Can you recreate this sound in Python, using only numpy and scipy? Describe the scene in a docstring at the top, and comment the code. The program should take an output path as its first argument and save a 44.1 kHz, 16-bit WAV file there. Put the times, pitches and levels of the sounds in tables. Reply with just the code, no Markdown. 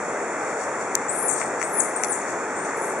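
"""Monkeys peeping in a banana thicket

A stereo microphone hears small monkeys off to the left, some of them farther away: gliding near-sines,
direct and smeared by leaves and trunks. A distant rush of water or leaves is low noise in flickering bands,
under a high hiss and an insect chorus made of narrow-band noise. Twigs snap as short ringing modes with
splinters, thuds and cracks; brushed leaves rustle as grainy noise bursts."""
import sys
import numpy as np
from scipy import signal
from scipy.fft import rfft, irfft
from scipy.io import wavfile
from scipy.ndimage import uniform_filter1d, map_coordinates

SR = 44100
rng = np.random.default_rng(int(sys.argv[2]) if len(sys.argv) > 2 else 0)


def dump(signal):
    """Clip the signal to [-1, 1] and save it as 16-bit WAV at the path in sys.argv[1]."""
    limited = np.clip(np.atleast_2d(signal).T, -1, 1)
    pcm = np.round(limited * 32767).astype(np.int16)
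    wavfile.write(sys.argv[1], SR, pcm)


N = 132300
T = np.arange(N) / SR  # time in seconds
F = np.arange(N // 2 + 1) * SR / N  # spectrum bins in Hz

# Colour of the distant rush. Each row: frequency in Hz, relative density in dB per Hz.
RUSH_COLOUR = [(18, -84), (30, -49.5), (122, -18.5), (236, -11), (463, -2), (500, -3.5), (779, -5),
               (891, -5), (981, -8), (1310, -7.5), (2040, -12.5), (2430, -19), (3000, -36), (3900, -71),
               (6600, -120)]
# Colour of the high hiss. Each row: frequency in Hz, relative density in dB per Hz.
HISS_COLOUR = [(2700, -11), (3500, -10.5), (4600, -14), (5500, -4.5), (6300, 0), (7800, 2), (9500, -8),
               (10800, -20.5)]
# Likeness of the two ports in diffuse sound. Each row: frequency in Hz, left-right correlation (0 to 1).
PORT_LIKENESS = [(40, .2), (80, .4), (150, 0.91), (300, 0.97), (600, 0.98), (1200, 0.94), (2400, 0.66),
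                 (4900, 0.42), (10200, 0.055)]
# Phase between the ports in diffuse sound. Each row: frequency in Hz, lead of the left in radians.
PORT_LEAD = [(30, 0), (300, -.1), (1000, -.4), (3000, -.6), (6000, -1.), (10400, -2.6)]
# Brushes against leaves. Each row: centre in seconds, width (sigma) in seconds, level in dB.
LEAF_BRUSHES = [(.43, .02, -50), (.5, 0.026, -48), (.62, 0.034, -44.5), (.82, .015, -43),
                (1.41, 0.039, -39), (1.62, 0.024, -42.5), (1.97, 0.025, -55), (2.045, 0.0067, -30.5),
                (2.3, 0.023, -43.5), (2.68, .03, -47)]
# Colour of a leaf rustle. Each row: frequency in Hz, relative density in dB per Hz.
LEAF_COLOUR = [(1500, -20), (2600, -18), (4000, -9), (5500, 1), (7500, 7.5), (10000, -4), (11000, -12)]
# Twig snaps. Each row: start in seconds, ring peak in dB, low thud in dB, bright crack in dB, left over right in dB.
TWIG_SNAPS = [(0.951, -13, -44, -40, 7), (0.9528, -11, -28, -13, 34), (1.415, -30, -13, -80, 17),
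              (1.428, -59, -14.5, -80, 8), (1.6155, -24, -10, -50, 12), (1.6275, -22, -15, -42, 22),
              (2.036, -10, -11, -55, 14.5), (2.046, -30, -22, -78, 18), (2.085, -25, -43, -80, 14)]
# Ringing modes of a twig. Each row: frequency in Hz, relative level in dB, 60 dB decay time in seconds.
TWIG_MODES = [(6190, -2, 0.0039), (7460, 1, 0.0027), (9140, -3, .003), (4740, -27, 0.0022)]
# Gliding peeps, some arched, some only falling, one list a call. Each row: time in seconds, pitch in Hz, level in dB.
GLIDING_CALLS = [
    [(1.082, 6900, -38), (1.095, 7700, -30), (1.11, 8900, -33), (1.14, 9950, -41), (1.17, 10520, -37),
     (1.215, 10580, -34), (1.245, 10250, -36), (1.265, 10100, -29), (1.28, 9480, -36), (1.29, 8950, -23),
     (1.295, 7670, -22.5), (1.303, 5600, -27.5)],
    [(1.2, 10300, -52), (1.235, 10080, -39), (1.272, 9450, -41), (1.279, 8600, -48), (1.282, 7600, -29),
     (1.29, 6100, -36)],
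    [(1.632, 7700, -33), (1.645, 8250, -32), (1.655, 9100, -38), (1.672, 11300, -58), (1.697, 11550, -53),
     (1.72, 10880, -38), (1.754, 10500, -32.5), (1.778, 9850, -26), (1.793, 9330, -24.5),
     (1.802, 7700, -23), (1.81, 5670, -31)],
    [(1.957, 8850, -30.5), (1.967, 8280, -32), (1.98, 9050, -45), (1.992, 9500, -50), (2.018, 10140, -44),
     (2.05, 10070, -40), (2.081, 10090, -38), (2.107, 9370, -30.5), (2.118, 8760, -29.5),
     (2.126, 7560, -26), (2.137, 5880, -39)],
    [(2.761, 10050, -44), (2.805, 9920, -45), (2.832, 9150, -45), (2.838, 8200, -48), (2.841, 7500, -38),
     (2.849, 5900, -44)],
]
# Level and short peeps farther off. Each row: start in seconds, length in seconds, start pitch in Hz,
# held pitch in Hz, time to reach it in seconds, level in dB before the fade.
DISTANT_PEEPS = [(1.145, .13, 8100, 8800, .033, -37), (1.30, .17, 8750, 8400, .022, -35),
                 (1.972, .055, 8350, 8380, .01, -42), (2.214, .012, 7000, 6000, .012, -46),
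                 (2.283, .02, 6900, 6400, .02, -46), (2.558, .11, 8200, 8600, .022, -44),
                 (2.647, .018, 5800, 6950, .018, -45), (2.75, .06, 7400, 9000, .06, -53),
                 (2.815, .095, 10350, 10820, .04, -48), (2.853, .08, 8700, 8400, .015, -44),
                 (2.985, .02, 10600, 10400, .02, -45)]
# Placing of peeps from the left. Each row: pitch in Hz, left over right in dB.
PEEP_PLACING = [(6000, 11), (8500, 12), (10500, 3)]
# Narrow dips in the recorded sound. Each row: centre in Hz, width in Hz, depth in dB.
NARROW_DIPS = [(3007, 210, -25), (4003, 260, -28), (5030, 270, -36)]

# background: rms levels before the balance, and sizes of the random level changes
RUSH_DB, HISS_DB, INSECT_DB = -27.5, -41.5, -44
RUSH_SWELL_DB, RUSH_FLICKER_DB = .25, .5
INSECT_HZ, INSECT_HALF_WIDTH_HZ, INSECT_THROB_DB, THROB_PER_S = 7190, 170, 1.5, 60
BALANCE_DB = 1.15  # left over right
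# leaves
LEAF_GRAIN_DB, LEAF_PAN_DB = 2.5, 15.5
# twigs
SNAP_RISE_S, SNAP_WET_DB = .00083, -16
THUD_HZ, THUD_T60_S = 2050, .0074
CRACK_HZ, CRACK_T60_S = 13500, .0022
SPLINTER_DB, SPLINTER_T60_S = -20, .0061
# thicket
FOREST_T60_S, FOREST_PAN_DB = .37, 12
SWAY_S, SWAY_PER_S = .000016, 400
# peeps
PEEP_EDGE_S, WOBBLE = .004, .004  # WOBBLE is a fraction of the pitch
NEAR_FLUTTER_DB, FAR_FLUTTER_DB, FLUTTER_PER_S = 3., 4., 350
NEAR_WET_DB, FAR_WET_DB, FAR_FADE_DB_PER_S = 0., -1., 55
# microphone and recorder
LEFT_LAG_S = .000027
DIFFUSE_TOP_HZ, RECORDER_TOP_HZ = 11100, 15600


def undb(db):
    """dB to gain."""
    return 10 ** (np.asarray(db) / 20)


def level(x, db):
    """Scale to an rms level in dB."""
    return x * undb(db) / np.sqrt(np.mean(x ** 2))


def on_hz(table, hz):
    """Read a (Hz, value) table on a log frequency axis."""
    table = np.array(table, float)
    return np.interp(np.log(hz + 1), np.log(table[:, 0]), table[:, 1])


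def walk(rate):
    """Random values drawn at a rate per second, held, then smoothed twice."""
    hold = max(int(SR / rate), 1)
    steps = np.repeat(rng.standard_normal(N // hold + 1), hold)
    smooth = uniform_filter1d(uniform_filter1d(steps, hold), hold)
    return 1.22 * smooth[:N]  # makes up for the smoothing


def lean_left(x, pan_db):
    """A sound from the left is louder there; takes mono or a stereo pair."""
    return x * undb(np.array([[.5], [-.5]]) * pan_db)


def wide(gain):
    """Diffuse noise of a given colour as two microphone ports hear it: alike in the lows, less so higher."""
    likeness = np.clip(on_hz(PORT_LIKENESS, F), 0, 1)
    mid, side = rfft(rng.standard_normal((2, N))) * gain
    mid = np.sqrt(1 + likeness) * mid
    side = np.sqrt(1 - likeness) * side
    turn = np.exp(1j * on_hz(PORT_LEAD, F) / 2)
    return irfft(np.array([(mid + side) * turn, (mid - side) / turn]), N)


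def distant_rush():
    """Water or leaves far off: low noise in octave-spaced bands that swell together and flicker alone."""
    rush, swell = 0, walk(1.5)
    colour = undb(on_hz(RUSH_COLOUR, F)) * (F < 3000)
    for hz in 40 * 2. ** np.arange(7):
        band = np.clip(1 - np.abs(np.log2((F + 1) / hz)), 0, 1) ** .5
        flicker_db = RUSH_SWELL_DB * swell + RUSH_FLICKER_DB * walk(8.16)
        rush = rush + wide(colour * band) * undb(flicker_db)
    return level(rush, RUSH_DB)


def high_hiss():
    """Steady diffuse noise above the rush."""
    colour = undb(on_hz(HISS_COLOUR, F)) * (F > 2700) * (F < DIFFUSE_TOP_HZ)
    return level(wide(colour), HISS_DB)


def insect_chorus():
    """Many insects blend into a narrow noise band that throbs irregularly."""
    band = 1 / (1 + ((F - INSECT_HZ) / INSECT_HALF_WIDTH_HZ) ** 2)
    chorus = wide(band) * undb(INSECT_THROB_DB * walk(THROB_PER_S))
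    return level(chorus, INSECT_DB)


def background():
    """Rush, hiss and insects around the microphone, a little stronger on the left."""
    return lean_left(distant_rush() + high_hiss() + insect_chorus(), BALANCE_DB)


def rustles():
    """Leaves brushed to the left: grainy noise swelling and dying in bell-shaped bursts."""
    bursts = sum(undb(db) * np.exp(-.5 * ((T - s) / width) ** 2) for s, width, db in LEAF_BRUSHES)
    low_cut = np.clip(F / 1500, 0, 1) ** 2
    noise = wide(undb(on_hz(LEAF_COLOUR, F)) * (F < DIFFUSE_TOP_HZ) * low_cut)
    grains = noise * undb(LEAF_GRAIN_DB * walk(250))
    return lean_left(level(grains, 0) * bursts, LEAF_PAN_DB)


def snaps():
    """Each break rings the twig's short modes, with noisy splinters, a low thud and a bright crack."""
    direct, to_forest = 0, 0
    phases = rng.uniform(0, 2 * np.pi, (len(TWIG_SNAPS), len(TWIG_MODES)))
    grit = rfft(rng.standard_normal(N)) * (F > 1200) * (F < DIFFUSE_TOP_HZ)
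    grit = level(irfft(grit, N), 0)
    for (start, ring_db, thud_db, crack_db, pan_db), phase in zip(TWIG_SNAPS, phases):
        t = np.maximum(T - start, 0)
        rise = np.sin(np.pi / 2 * np.clip(t / SNAP_RISE_S, 0, 1)) ** 2

        def mode(hz, db, t60, p=0):
            """One decaying sine of the struck wood."""
            return rise * undb(db - 60 * t / t60) * np.sin(2 * np.pi * hz * t + p)

        ring = sum(mode(*m, p) for m, p in zip(TWIG_MODES, phase))
        splinters = rise * undb(SPLINTER_DB - 60 * t / SPLINTER_T60_S) * grit
        snap = undb(ring_db) * (ring / np.abs(ring).max() + splinters)
        snap += mode(THUD_HZ, thud_db, THUD_T60_S)
        snap += mode(THUD_HZ * .616, thud_db - 3, THUD_T60_S)
        snap += mode(CRACK_HZ, crack_db, CRACK_T60_S)
        direct = direct + lean_left(snap, pan_db)
        to_forest = to_forest + undb(SNAP_WET_DB) * snap
    return direct, to_forest


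def forest(x):
    """Leaves and trunks scatter sound into a dense tail, unrelated left and right; swaying paths blur pitch."""
    swayed_s = T + SWAY_S * walk(SWAY_PER_S)
    x = map_coordinates(x, [swayed_s * SR], order=5)
    t = T[:SR]
    build_up = 1 - np.exp(-t / .0011)
    tail = rng.standard_normal((2, SR)) * undb(-60 * t / FOREST_T60_S) * build_up
    tail /= np.sqrt(np.sum(tail ** 2, axis=1, keepdims=True))
    return lean_left(signal.fftconvolve(x[None], tail, axes=1)[:, :N], FOREST_PAN_DB)


def whistle(start, end, hz, db, flutter_db):
    """A near-sine peep, soft-edged and wavering in pitch: mono, and placed with a flutter through leaves."""
    to_edge = np.minimum(T - start, end - T)
    edge = np.sin(np.pi / 2 * np.clip(to_edge / PEEP_EDGE_S, 0, 1)) ** 2
    cycles = np.cumsum(hz * (1 + WOBBLE * walk(150))) / SR
    mono = edge * np.sqrt(2) * undb(db) * np.sin(2 * np.pi * cycles)
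    fluttering = mono * undb(flutter_db * walk(FLUTTER_PER_S))
    return mono, lean_left(fluttering, on_hz(PEEP_PLACING, hz))


def monkeys():
    """Near gliding peeps and farther ones that slide to a held pitch; direct, and sent to the forest."""
    direct, to_forest = 0, 0
    for call in GLIDING_CALLS:
        s, pitch, db = np.array(call, float).T
        mono, pair = whistle(s[0], s[-1], np.interp(T, s, pitch), np.interp(T, s, db), NEAR_FLUTTER_DB)
        direct = direct + pair
        to_forest = to_forest + undb(NEAR_WET_DB) * mono
    for start, length, start_hz, held_hz, rise, db in DISTANT_PEEPS:
        hz = np.interp(T, [start, start + rise], [start_hz, held_hz])
        fade_db = FAR_FADE_DB_PER_S * np.clip(T - start - rise, 0, length)
        mono, pair = whistle(start, start + length, hz, db - fade_db, FAR_FLUTTER_DB)
        direct = direct + pair
        to_forest = to_forest + undb(FAR_WET_DB) * mono
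    return direct, to_forest


def scene():
    """Direct sounds, slightly late at the left port, with their scattering, the rustles and the background."""
    twigs, twigs_to_forest = snaps()
    peeps, peeps_to_forest = monkeys()
    lag = np.exp(-2j * np.pi * F * LEFT_LAG_S * np.array([[1], [0]]))
    direct = irfft(rfft(peeps + twigs) * lag, N)
    diffuse = background() + rustles() + forest(peeps_to_forest + twigs_to_forest)
    return direct + irfft(rfft(diffuse) * (F < DIFFUSE_TOP_HZ), N)


def record(dry):
    """Three narrow dips thin the sound; the recorder clips and cuts the top."""
    dips_db = sum(db * np.exp(-(2 * (F - hz) / width) ** 2) for hz, width, db in NARROW_DIPS)
    x = np.clip(irfft(rfft(dry) * undb(dips_db), N), -1, 1)
    top_cut = signal.ellip(8, .2, 70, RECORDER_TOP_HZ, fs=SR, output="sos")
    return signal.sosfilt(top_cut, x)


dry = scene()
out = record(dry)
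dump(out)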